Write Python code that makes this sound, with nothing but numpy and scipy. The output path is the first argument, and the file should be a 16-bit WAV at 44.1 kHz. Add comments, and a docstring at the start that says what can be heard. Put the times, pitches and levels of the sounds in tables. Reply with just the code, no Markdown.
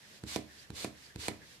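"""Pumping up a balloon

A plastic hand pump inflates a rubber balloon in a small room, about two strokes a second.
The piston is drawn back with a soft intake hiss and turns with a dull bump; then a turbulent jet rushes
through the nozzle until the piston knocks against the end of the barrel. Both impacts excite the
normal modes of the barrel and of the taut balloon, which rings briefly."""
import sys
import numpy as np
from scipy import signal
from scipy.io import wavfile

SR = 44100
rng = np.random.default_rng(int(sys.argv[2]) if len(sys.argv) > 2 else 0)


def output_pcm(signal):
    """Save a mono or channel-first signal as 16-bit PCM at the path in sys.argv[1].

    Samples are clipped to [-1, 1] before scaling.
    """
    pcm = np.clip(np.atleast_2d(signal).T, -1, 1) * 32767
    wavfile.write(sys.argv[1], SR, np.round(pcm).astype(np.int16))


N = 70560
TIME = np.arange(N) / SR

# normal modes of the balloon and of the plastic barrel: f/Hz, relative level/dB, T60/s
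BALLOON_MODES = [(72.6, -44.5, 1), (101.4, -41, 0.29), (129.5, -40.5, 0.22), (187.5, -42.5, 0.099),
                 (213, -39, .17), (244, -42, .16), (277, -47, .18), (308, -39, .19), (336, -45, .12),
                 (397, -44, .17), (428, -48, .12), (471, -36.5, 0.043), (589.6, -57, 0.34),
                 (659, -52.5, .13), (695, -37.5, 0.024), (754, -49, 0.042)]
BARREL_MODES = [(720, -28, 0.0066), (968, -35.5, 0.028), (1490, -43.5, 0.028), (1780, -56, 0.14),
                (2040, -55, 0.15), (2240, -51.5, 0.097), (2407, -31, 0.012), (4140, -44.5, 0.041)]
# stereo balance of all noise: f/Hz, left minus right/dB
NOISE_BALANCE = [(100, -2.5), (370, 1.5), (700, 0.5), (1300, -1), (2300, -0.5), (4300, -4.5), (8000, -4.5),
                 (13000, 2.5)]


def from_db(db):
    """Amplitude ratio of a level in decibels."""
    return 10 ** (np.asarray(db) / 20)


def unit_rms(x):
    """Normalisation to unit mean power."""
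    return x / np.sqrt(np.mean(x ** 2) + 1e-20)


def at_hz(curve, hz):
    """Interpolation on a logarithmic frequency axis."""
    frequencies, values = np.array(curve).T
    return np.interp(np.log(hz), np.log(frequencies), values)


def pan(db):
    """Left and right gains for an interchannel level difference."""
    return from_db([[db / 2], [-db / 2]])


def bell(t, width_s):
    """Gaussian envelope centred on time t."""
    return np.exp(-.5 * ((TIME - t) / width_s) ** 2)


def decay(t, t60):
    """Exponential damping: unity until time t, then 60 dB down every t60 seconds."""
    return np.exp(-np.log(1000) * np.maximum(TIME - t, 0) / t60)


def filtered(x, kind, hz, order=2):
    """Maximally flat low-, high- or band-pass filter."""
    return signal.sosfilt(signal.butter(order, hz, kind, fs=SR, output="sos"), x + 1e-18)


def noise(spectrum, t60s=None):
    """Partly coherent stereo noise of unit rms, steady or damped band by band."""
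    # likeness of the two channels: f/Hz, correlation coefficient
    correlation = [(60, 0.1), (150, 0.7), (300, 0.86), (630, 0.28), (1400, -0.2), (3000, 0.08),
                   (6700, -0.06), (14000, 0)]
    edges = np.geomspace(28, 17000, 25)
    out, white = 0, rng.standard_normal((2, 2, N))
    for k, (low, high) in enumerate(zip(edges, edges[1:])):
        mid, side = filtered(white[k % 2], "band", [low, high])
        hz = np.sqrt(low * high)
        alike = at_hz(correlation, hz)
        band = np.sqrt(1 + alike) * mid + np.sqrt(1 - alike) * side * [[1], [-1]]
        gain = from_db(at_hz(spectrum, hz)) * pan(at_hz(NOISE_BALANCE, hz))
        fade = decay(0, at_hz(t60s, hz)) if t60s else 1
        out = out + gain * band * fade
    return unit_rms(out)


def resonance(hz, width_hz):
    """Random excitation of a resonator: narrow-band noise of unit rms."""
    b, a = signal.iirpeak(hz, hz / width_hz, fs=SR)
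    band = signal.lfilter(b, a, signal.lfilter(b, a, rng.standard_normal((2, N))))
    return unit_rms(band * pan(at_hz(NOISE_BALANCE, hz)))


def ring(blows, modes, spread_db=1.97, lean_db=3):
    """Modal superposition: each blow (t/s, level/dB) starts damped sines, varied in level and side."""
    # stereo balance of the ringing: f/Hz, left minus right/dB
    balance = [(130, 2.5), (300, -7.5), (700, 0.5), (2500, -2)]
    out = np.zeros((2, N))
    for t, db in blows:
        age = np.maximum(TIME - t, 0)
        for hz, mode_db, t60 in modes:
            strength, lean = rng.standard_normal(2)
            gain = from_db(db + mode_db + spread_db * strength) * pan(at_hz(balance, hz) + lean_db * lean)
            out += gain * np.sin(2 * np.pi * hz * age) * decay(t, t60)
    return out


def room_hiss():
    """Stationary broadband noise: the faint background of the room."""
    # background spectrum: f/Hz, relative density level/dB
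    spectrum = [(30, 5), (60, -10.5), (110, 1.5), (300, -5.5), (600, -9), (1200, -11), (2000, -10),
                (4500, -11.5), (8000, -18), (14000, -25)]
    return from_db(-60) * noise(spectrum)


def reverberation(x, delay_s=0.0013):
    """Convolution with the room's short diffuse response, which lasts longest in the bass."""
    # reverberation time: f/Hz, T60/s
    t60s = [(80, 0.72), (400, 0.2256), (2000, 0.33), (10000, 0.26)]
    # initial spectrum of the tail: f/Hz, relative density level/dB
    spectrum = [(60, -6), (300, 6), (700, 10), (1300, 5), (2200, 6), (5000, -2), (14000, 0)]
    onset = np.clip(TIME / delay_s - 1, 0, 1)
    response = noise(spectrum, t60s) * onset / np.sqrt(N)
    return from_db(-13.5) * signal.fftconvolve(x, response, axes=1)[:, :N]


def handling():
    """Friction noise: the hand shifts on the balloon's neck with soft, low rustles."""
    # shifts of the hand: t/s, level/dB
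    shifts = [(0.14, -62.5), (0.766, -58.5), (0.834, -52.5), (0.939, -60.5), (1.10, -81), (1.246, -55.5),
              (1.43, -62.5)]
    # rustle spectrum: f/Hz, relative density level/dB
    spectrum = [(40, -28), (90, -2.5), (200, -9), (330, -16), (500, -4), (1000, -41), (14000, -65)]
    return sum(from_db(db) * bell(t, width_s=0.021) for t, db in shifts) * noise(spectrum)


def intake():
    """Flow noise follows the piston's speed on the back stroke; the valve whistles and the seal rubs."""
    # back strokes: start t/s, fastest t/s, end t/s, peak level/dB
    draws = [(-0.03, 0.173, 0.2, -57), (0.472, 0.627, 0.66, -56), (0.937, 1.048, 1.134, -57),
             (1.403, 1.532, 1.59, -57)]
    # inflow spectrum: f/Hz, relative density level/dB
    spectrum = [(60, -37), (300, -3), (700, -3.5), (1200, -10), (1750, 2.5), (2700, 0.5), (4600, 3),
                (6000, -2), (9000, -5.5), (14000, -16)]
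    # faint whistles of the valve: t/s, f/Hz, level/dB
    whistles = [(0.598, 4780, -56), (1.06, 4660, -57)]
    # friction of the seal in the barrel: t/s, level/dB
    rubs = [(0.05, -62), (0.13, -63.5), (0.512, -60.5), (0.58, -63.5), (0.651, -63), (0.965, -63),
            (1.04, -65), (1.11, -60.5), (1.431, -58), (1.52, -67)]
    flow = sum(from_db(db) * np.interp(TIME, times, [0, 1, 0]) ** 0.52 for *times, db in draws)
    whistle = sum(from_db(db) * bell(t, width_s=.013) * resonance(hz, width_hz=200)
                  for t, hz, db in whistles)
    friction = sum(from_db(db) * bell(t, width_s=.02) for t, db in rubs)
    rub = friction * resonance(hz=1750, width_hz=480)
    return flow * noise(spectrum) + whistle + rub


def nozzle_jet(swell_db_per_s=45.5):
    """A turbulent jet drives the balloon's cavity resonances, swelling through each push."""
    # forward strokes: start t/s, rise time/s, end t/s, final level/dB
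    pushes = [(0.252, .034, 0.35, -42), (0.727, 0.042, 0.8346, -42.5), (1.174, 0.033, 1.2655, -42.5)]
    # jet spectrum: f/Hz, relative density level/dB
    spectrum = [(60, -6), (200, -13.5), (800, -7), (1500, -4.5), (2300, -2.5), (3100, -5), (4300, 2.5),
                (5700, -6.5), (7700, -3), (10000, -11.5), (14000, -17)]
    # resonances of the enclosed air: f/Hz, bandwidth/Hz, level re jet/dB
    cavity_modes = [(2010, 60, -21), (2230, 160, -18), (2470, 90, -20), (2930, 35, -16), (3475, 60, -18),
                    (3750, 110, -19), (4020, 70, -18), (4250, 130, -14), (4680, 160, -16), (5000, 80, -19),
                    (6100, 80, -21), (7320, 200, -18), (7950, 130, -19)]
    flow = 0
    for start, rise, end, db in pushes:
        opening = np.clip((TIME - start) / rise, 0, 1) ** 1.3
        swell = from_db(db + swell_db_per_s * np.minimum(TIME - end, 0))
        flow = flow + opening * swell * decay(end, t60=0.22)
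    jet = noise(spectrum)
    cavity = sum(from_db(db) * resonance(hz, width) for hz, width, db in cavity_modes)
    return flow * (jet + cavity)


def cracks(contacts, hold_s=.0015):
    """Impact noise: each brief contact (t/s, level/dB) of plastic on plastic gives a bright burst."""
    # contact spectrum: f/Hz, relative density level/dB
    spectrum = [(60, -24), (800, 5), (2300, 3.5), (3100, -4.5), (4200, 5), (5500, -10.5), (7500, 1),
                (9300, -4), (14000, -18)]
    envelope = sum(from_db(db) * (TIME >= t) * decay(t + hold_s, t60=.007) for t, db in contacts)
    return envelope * noise(spectrum) * pan(-4)


def back_stop(lead_s=0.00033, tug_lag_s=0.00043, tug_s=0.00188, wobble_hz=74.7):
    """A soft impact excites mainly low modes: a dull bump with a tug on the balloon and a faint tick."""
    # piston reaches the back stop: t/s, ringing level/dB, tick level/dB
    bumps = [(0.237, -8.5, -46.5), (0.703, -12, -46), (1.1592, -9, -43.5)]
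    # the balloon wobbles as the push begins: t/s, level/dB
    wobbles = [(0.267, -52), (0.734, -48), (1.190, -48)]
    blows = [(t, db) for t, db, _ in bumps]
    balloon = ring([(t - lead_s, db) for t, db in blows], BALLOON_MODES)
    balloon = filtered(balloon, "low", hz=484, order=6)
    balloon = filtered(balloon, "high", hz=70)
    tug_times = [t + tug_lag_s for t, _ in blows]
    tug = from_db(-39) * sum((1 - ((TIME - t) / tug_s) ** 2) * bell(t, tug_s) for t in tug_times)
    wobble = sum(from_db(db) * np.cos(2 * np.pi * wobble_hz * (TIME - t)) * bell(t, width_s=0.014)
                 for t, db in wobbles)
    barrel = from_db(-7) * filtered(ring(blows, BARREL_MODES), "low", hz=1060)
    tick = cracks([(t, db) for t, _, db in bumps])
    return tick + barrel - balloon - tug - wobble


def front_stop(balloon_lag_s=0.002084, barrel_lead_s=0.000652, rebound_s=.0058, thud_lag_s=0.0053):
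    """A hard impact cracks and sets barrel and balloon in free vibration; the piston rebounds once."""
    # piston hits the front stop: t/s, ringing level/dB, crack level/dB, rebound crack level/dB
    knocks = [(0.3599, 2, -30, -36), (0.8447, -0.5, -34.5, -42), (1.2821, -0.5, -28.5, -37.5)]
    blows = [(t + balloon_lag_s, db) for t, db, _, _ in knocks]
    contacts = [(t, db) for t, _, db, _ in knocks]
    rebounds = [(t + rebound_s, db) for t, _, _, db in knocks]
    barrel = ring([(t - barrel_lead_s, db) for t, db in blows], BARREL_MODES)
    rebound_thud = ring([(t + thud_lag_s, db - 18) for t, db, _, _ in knocks], BALLOON_MODES)
    balloon = ring(blows, BALLOON_MODES)
    ringing = filtered(balloon - barrel, "high", hz=135) + filtered(rebound_thud, "high", hz=312)
    return ringing + cracks(contacts + rebounds)


def scene():
    """Superposition of the direct sounds, the reverberation of the impacts and the room's hiss."""
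    impacts = front_stop() + back_stop()
    return impacts + reverberation(impacts) + nozzle_jet() + intake() + handling() + room_hiss()


def record(dry):
    """Band limiting: a small microphone loses the deepest bass, and the top is cut steeply."""
    treble_cut = signal.ellip(10, .2, 80, 14300, fs=SR, output="sos")
    return signal.sosfilt(treble_cut, filtered(dry, "high", hz=44.4))


dry = scene()
out = record(dry)
output_pcm(out)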